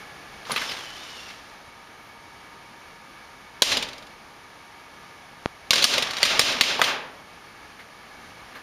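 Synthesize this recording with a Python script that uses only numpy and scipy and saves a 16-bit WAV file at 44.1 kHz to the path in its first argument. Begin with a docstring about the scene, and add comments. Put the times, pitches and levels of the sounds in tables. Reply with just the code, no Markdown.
"""A small room with a humming computer: fan noise is a filtered random wash with wavering tones. The disc tray
unlatches and whirs out; each contact excites damped modes, and the drive is ticks and gliding sines. A cat
slaps the plastic tray, which rattles, then slides back in under more slaps and latches. A hand-held camera's
limiter ducks at each blow and lets the room's echo, dense random taps, swell up behind it; a dry pop in the
camera comes between the slaps."""
import sys
import numpy as np
from scipy import signal
from scipy.fft import rfft, irfft, next_fast_len
from scipy.io import wavfile

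SR = 44100
rng = np.random.default_rng(int(sys.argv[2]) if len(sys.argv) > 2 else 0)


def wrap_up_sound(samples):
    """Save the sound to the file named by the first command line argument, as 16-bit audio."""
    columns = np.atleast_2d(samples).T
    # keep every value between -1 and 1, then stretch to whole-number steps
    tamed = np.clip(columns, -1, 1)
    steps = np.round(tamed * 32767).astype(np.int16)
    wavfile.write(sys.argv[1], SR, steps)


def field_ratio(decibels):
    """Amplitude ratio for a level in dB (20 dB per decade); scalars and array-likes work."""
    return 10 ** (np.asarray(decibels, dtype=float) / 20)


N = 380141  # length in samples


def evened(x):
    """Normalisation of power: scales to rms 1."""
    return x / np.sqrt(np.mean(x ** 2) + 1e-20)


def read(points, hz):
    """Logarithmic frequency scale: interpolates a curve between points on it."""
    f, value = np.transpose(points)
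    return np.interp(np.log(hz + 1), np.log(f + 1), value)


def add(mix, s, sound):
    """Superposition: sums a sound into the mix from s seconds."""
    part = mix[round(s * SR):][:len(sound)]
    part += sound[:len(part)]


def coloured(x, db_of):
    """Zero-phase linear filtering: multiplies the spectrum by a gain in dB given as a function of Hz."""
    size = next_fast_len(len(x))
    gain = field_ratio(db_of(np.fft.rfftfreq(size, 1 / SR)))
    return irfft(rfft(x, size) * gain, size)[:len(x)]


def wander(count, hz):
    """One-pole low-passed noise: a slow random fluctuation of rms 1."""
    pole = np.exp(-2 * np.pi * hz / SR)
    return evened(signal.lfilter([1], [1, -pole], rng.standard_normal(count)))


def whistle(rows, waver_hz, flutter_db):
    """Frequency and amplitude modulation: a sine follows a pitch curve, unsteady in pitch and level."""
    s, pitch_hz, level_db = np.transpose(rows)
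    t = np.arange(s[0], s[-1], 1 / SR)
    hz = np.interp(t, s, pitch_hz) + waver_hz * wander(len(t), 47)
    level = field_ratio(np.interp(t, s, level_db) + flutter_db * wander(len(t), 33))
    sine = np.sin(2 * np.pi * np.cumsum(hz) / SR)
    return s[0], np.sqrt(2) * level * sine * signal.windows.tukey(len(t), .05)


def fans():
    """Broadband flow noise filtered by the case's resonances, with a few wavering blade tones."""
    # relative spectrum of the air noise: pitch_hz, level_db
    air = [(15, -37), (25, -10.5), (71, -5), (104, -7), (156, -4.5), (782, -8), (1200, -11), (1380, -9.5),
           (2230, -8.5), (6380, -18.5), (7910, -30.5), (9810, -22.5), (15500, -36.5)]
    # case resonances: pitch_hz, width_hz, boost_db
    resonances = [(810, 190, 4.9), (840, 20, 1.9), (1200, 275, 8.7), (1696, 133, 7.9), (2238, 71, 8.7),
                  (4520, 59, 5)]
    # blade tones before the slow level changes: pitch_hz, level_db
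    blade_tones = [(931.3, -66), (1222, -68.5), (2283, -75.5)]
    # slow level changes of the wash and of the tones: time_s, wash_gain_db, tone_gain_db
    levels = [(0, 3.5, -4), (.05, 1, -4), (.45, 1, -13), (1.4, -2.5, 7.5), (5.5, -2.5, 6), (7.2, -2, 2),
              (8.62, -1, -1)]
    s, wash_db, tone_db = np.transpose(levels)
    t = np.arange(N) / SR

    def case_db(hz):
        peaks = sum(db / (1 + (2 * (hz - f) / width) ** 2) for f, width, db in resonances)
        return read(air, hz) + peaks

    wash = evened(coloured(rng.standard_normal(N), case_db))
    out = wash * field_ratio(-44.5 + np.interp(t, s, wash_db) + .4 * wander(N, 2))
    for hz, db in blade_tones:
        tone = whistle([(0, hz, db), (N / SR, hz, db)], waver_hz=4.6, flutter_db=3.9)[1]
        add(out, 0, tone * field_ratio(np.interp(t, s, tone_db)))
    return out


def slide(rows, treble_db):
    """Friction noise of gear teeth and rails: dense uneven ticks, coloured by the drive."""
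    # relative spectrum of the scrape: pitch_hz, level_db
    rails = [(100, -15.5), (300, -11.5), (700, -4), (1500, -2), (3000, -3), (5500, -6.5), (7500, -17),
             (11000, -24.5), (15000, -33)]
    treble_from_hz = 6800
    s, scrape_db = np.transpose(rows)
    t = np.arange(s[0], s[-1], 1 / SR)
    unevenness_db = 1.8 * wander(len(t), 150) + 1.5 * wander(len(t), 25)
    ticks = rng.standard_normal(len(t)) * field_ratio(unevenness_db)

    def drive_db(hz):
        shelf = 1 - 1 / (1 + (hz / treble_from_hz) ** 4)
        return read(rails, hz) + treble_db * shelf

    return s[0], evened(coloured(ticks, drive_db)) * field_ratio(np.interp(t, s, scrape_db))


def motor():
    """Friction and gear-mesh tones: two tray runs, gear whines and a faint thin whistle."""
    # the tray runs out, then in, one list a run: time_s, scrape_db
    runs = [
        [(.44, -65), (.47, -43.5), (.6, -32.5), (.9, -43.5), (1.31, -42.5), (1.35, -50), (1.55, -57.5)],
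        [(5.84, -47), (5.9, -27), (6.1, -35), (6.4, -27), (6.6, -33.5), (6.85, -35)],
    ]
    # treble shelf of each run, brighter going out than coming in: gain_db
    run_treble = (4, -3.5)
    # gear whines, the first sagging as the motor takes the load: time_s, pitch_hz, level_db
    whines = [
        [(.62, 5350, -55), (.695, 5300, -43), (.725, 4250, -45), (.78, 3350, -47), (.86, 3030, -49),
         (1.12, 2990, -51), (1.2, 2830, -52), (1.32, 2680, -53)],
        [(.95, 3500, -60), (1.02, 3700, -53), (1.3, 3500, -58)],
        [(1.0, 5000, -66), (1.22, 5600, -55), (1.31, 5650, -60)],
    ]
    # faint thin whistle: time_s, pitch_hz, level_db
    thin_whistle = [(1.97, 14700, -80), (2.05, 13100, -73), (2.125, 13350, -74), (2.14, 13100, -84)]
    out = np.zeros(N)
    for rows, treble_db in zip(runs, run_treble):
        add(out, *slide(rows, treble_db))
    for rows in whines:
        add(out, *whistle(rows, waver_hz=60, flutter_db=3.5))
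    add(out, *whistle(thin_whistle, waver_hz=15, flutter_db=1.5))
    return out


def knock(db, hz, octaves, contact_ms):
    """Modal excitation: a burst of small contacts cracks and rings the damped tray near hz.
    Returns the sound sent to the camera and the one sent to the walls, which averages all
    directions and so has a smooth spectrum."""
    # modes of the plastic tray and its frame, each blow varying them: pitch_hz, level_db, t60_s
    tray = [(260, -32, 0.15), (540, -11, 0.016), (1190, -2, .015), (1666, -12.5, 0.036), (2200, -9, 0.021),
            (3186, -23, 0.015), (4100, -4, 0.0086), (4500, -9.5, 0.0093), (4970, -5, 0.014),
            (6030, -9, 0.014), (10300, -8, 0.018)]
    # the whole case answers each knock: pitch_hz, level_db
    thud = [(60, -38), (130, -14), (200, -14), (258, -8.5), (330, -20.5), (577, -3.5), (750, -12),
            (1050, -9), (1400, -7), (3000, -8), (8000, -23)]
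    f, mode_db, t60 = np.transpose(tray)[:, :, None]
    t = np.arange(2048) / SR
    spot = rng.standard_normal((len(tray), 2))  # where the blow lands

    def reach_db(x):
        struck_db = -6 * (np.log2((x + 20) / hz) / octaves) ** 2
        return 20 * np.log10(field_ratio(struck_db) + field_ratio(read(thud, x)))

    decay = field_ratio(mode_db + 0.84 * spot[:, :1] - 60 * t / t60)
    ring = (decay * np.sin(2 * np.pi * f * (1 + 0.059 * spot[:, 1:]) * t)).sum(0)
    u = t * 1000 / max(contact_ms, .05)
    contacts = rng.standard_normal(len(t)) * u * np.exp(-u * 2)
    # the loose tray chatters on
    chatter = rng.standard_normal(len(t)) * np.exp(-t / 0.0069) * (1 - np.exp(-u))
    contacts += field_ratio(-11.5) * chatter
    crack = evened(contacts) + field_ratio(-7) * evened(signal.fftconvolve(contacts, ring)[:len(t)])
    # 64 samples of lead leave room for the zero-phase filter's early half
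    near = coloured(np.roll(crack, 64), reach_db)[64:]
    around = coloured(1. * (np.arange(len(t)) == 64), reach_db)
    return field_ratio(db) * near / np.linalg.norm(near), field_ratio(db) * around / np.linalg.norm(around)


def latch():
    """Snap-through impacts: latch and lifter parts snap over as the tray leaves."""
    # start_s, blow_db, most_excited_hz, contact_ms
    snaps = [(0.451, -15.5, 3530, 4), (0.467, -13, 1200, 4.6), (0.496, -3.5, 900, 3.3),
             (0.506, -1.5, 1470, 4.6), (0.516, -2, 4880, 3.1), (0.561, 4.5, 2200, 2.3),
             (.573, 1, 2410, 8.6), (0.614, -3, 1900, 5.7), (0.624, -13, 1870, 1.3), (.69, -5, 2800, 8.2),
             (.71, -6, 2760, 10), (.767, -10, 1990, 4), (1.299, -14.5, 3000, 9.4)]
    return [(s, db, hz, 0.57, ms) for s, db, hz, ms in snaps]  # 0.57: spread in octaves


def bumps():
    """Impacts of differing bandwidth: single sounds of their own colour."""
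    # low thump, ping, thump, the shutting tray's knock and clunk, two soft brushes:
    # start_s, blow_db, most_excited_hz, spread_octaves, contact_ms
    single = [(.5, -1.5, 267, 0.35, 57), (.518, -2, 10220, 0.14, 4.4), (3.622, 6, 90, 0.49, 7.3),
              (6.793, 5.5, 740, 0.63, 2), (6.816, 25, 1970, 1.3, 2.9), (7.788, -14, 1900, 0.32, 24),
              (8.548, -10.5, 1650, 0.37, 27)]
    return single


def slaps():
    """Wide-band impact excitation: the paw strikes the tray."""
    # start_s, blow_db, most_excited_hz, contact_ms
    paw = [(3.621, 32, 4400, 3.8), (5.707, 27.5, 3900, 3.6), (5.842, 30.5, 4300, 1.4),
           (6.23, 27.5, 3600, 2.5), (6.394, 30.5, 4060, 3.1), (6.61, 29, 3630, 3.5)]
    return [(s, db, hz, 0.81, ms) for s, db, hz, ms in paw]  # 0.81: spread in octaves


def rattle(count):
    """Repeated impacts: the loose tray taps its frame; count uneven taps die away after the first slap."""
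    # one row a tap: start_s, blow_db, contact_ms
    frame_taps = [(3.67, 2, 4.5), (3.716, 7.5, 9.4), (3.769, 7, 5), (3.824, 1.5, 7), (5.732, 22, 2),
                  (5.757, 13, 1.4), (5.78, 4.5, 3), (5.822, 9, 8), (5.937, 4.5, 5), (5.979, 8.5, 4.7),
                  (6.023, 6, 4.6), (6.108, -1.5, 2.7), (6.134, -7, 3.2), (6.168, -1, 3), (6.183, -3, 4.6),
                  (6.25, 18, 9.6), (6.41, 19.5, 9.8), (6.516, -1, 13), (6.635, 14.5, 3), (6.838, 15.5, 6.5)]
    tap = np.arange(count)
    gap_s, jitter_s = .046, .004
    dying_s = 3.885 + gap_s * tap + jitter_s * rng.standard_normal(count)
    first_db, db_per_tap, dying_ms = -10, -3, 5.3
    taps = frame_taps + [(s, first_db + db_per_tap * k, dying_ms) for k, s in enumerate(dying_s)]
    excited_hz, spread_octaves = 3900, 0.78
    return [(s, db, excited_hz, spread_octaves, ms) for s, db, ms in taps]


def room(x):
    """Diffuse reverberation: dense echoes of random sign, each band dying at its own speed."""
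    # reverberation time: pitch_hz, t60_s
    decay_times = [(150, 1), (500, 1), (1500, 0.6), (4000, 0.43), (8000, 0.28), (14000, 0.27)]
    taps = np.zeros(SR)
    at = np.arange(300, SR - 8, 8)
    taps[at + rng.integers(0, 8, len(at))] = rng.choice([-1., 1.], len(at))
    hz, t, z = signal.stft(taps, SR, nperseg=256)
    decay = field_ratio(-60 * t / read(decay_times, hz)[:, None])
    tail = signal.istft(z * decay, SR, nperseg=256)[1]
    return signal.fftconvolve(x, tail / np.linalg.norm(tail))[:N]


def scene():
    """Direct and reverberant fields summed: tray and motor sound in the room, over the fans."""
    near, around = np.zeros((2, N))
    for s, *blow in latch() + bumps() + slaps() + rattle(count=5):
        direct, spread = knock(*blow)
        add(near, s, direct)
        add(around, s, spread)
    drive = motor()
    echo = field_ratio(-11) * room(around + drive)
    return (near + drive + echo + fans())[None]


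def limiter(x, knee_db, share, window_ms, recovery_db_per_s):
    """Automatic gain control: ducks within a few ms when loud, recovers steadily; peaks clip softly."""
    smooth = np.exp(-1000 / (window_ms * SR))
    power_db = 10 * np.log10(signal.lfilter([1 - smooth], [1, -smooth], x ** 2) + 1e-12)
    # the running maximum on a tilted scale lets each peak fall at a fixed rate
    fall = np.arange(N) * recovery_db_per_s / SR
    held_db = np.maximum.accumulate(power_db + fall) - fall
    over_db = np.maximum(held_db - knee_db, 0)
    return .93 * np.tanh(x * field_ratio(-share * over_db) / .93)


def pop(db, fall_ms, rebound_ms):
    """Zero-mean impulse: a one-sided spike whose slow rebound cancels its area."""
    ms = np.arange(-20, 600) * 1000 / SR
    rise = 1 / (1 + np.exp(-ms / 0.027))
    after = np.maximum(ms, 0)
    rebound = fall_ms / rebound_ms ** 2 * after * np.exp(-after / rebound_ms)
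    return field_ratio(db) * (rise * np.exp(-after / fall_ms) - rebound)


def shaped(x):
    """Spectrum shaping: a narrow notch near 8 kHz and a soft upper band edge."""
    # narrow notch: pitch_hz, width_hz, gain_db
    dip = (7920, 300, -15)
    # top of the band: pitch_hz, width_hz, gain_above_db
    edge = (15250, 120, -22)
    (f, width_hz, dip_db), (top, soft_hz, top_db) = dip, edge

    def shape_db(hz):
        notch = dip_db * np.exp(-((hz - f) / width_hz) ** 2)
        return notch + top_db * (1 + np.tanh((hz - top) / soft_hz)) / 2

    return coloured(x, shape_db)


def roll_off(x):
    """The treble ends steeply here."""
    return signal.sosfilt(signal.butter(12, 16470, fs=SR, output="sos"), x)


def record(dry):
    """A chain of systems: limiter, then the pop, then a notch and band edge."""
    x = limiter(dry[0], knee_db=-15, share=.95, window_ms=4, recovery_db_per_s=200)
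    # dry pop in the camera: height_db, fall_ms, rebound_ms
    spike = (-1, 0.25, 0.91)
    add(x, 5.4591 - 20 / SR, pop(*spike))  # its rise begins 20 samples ahead
    return roll_off(shaped(x)[None])


dry = scene()
out = record(dry)
wrap_up_sound(out)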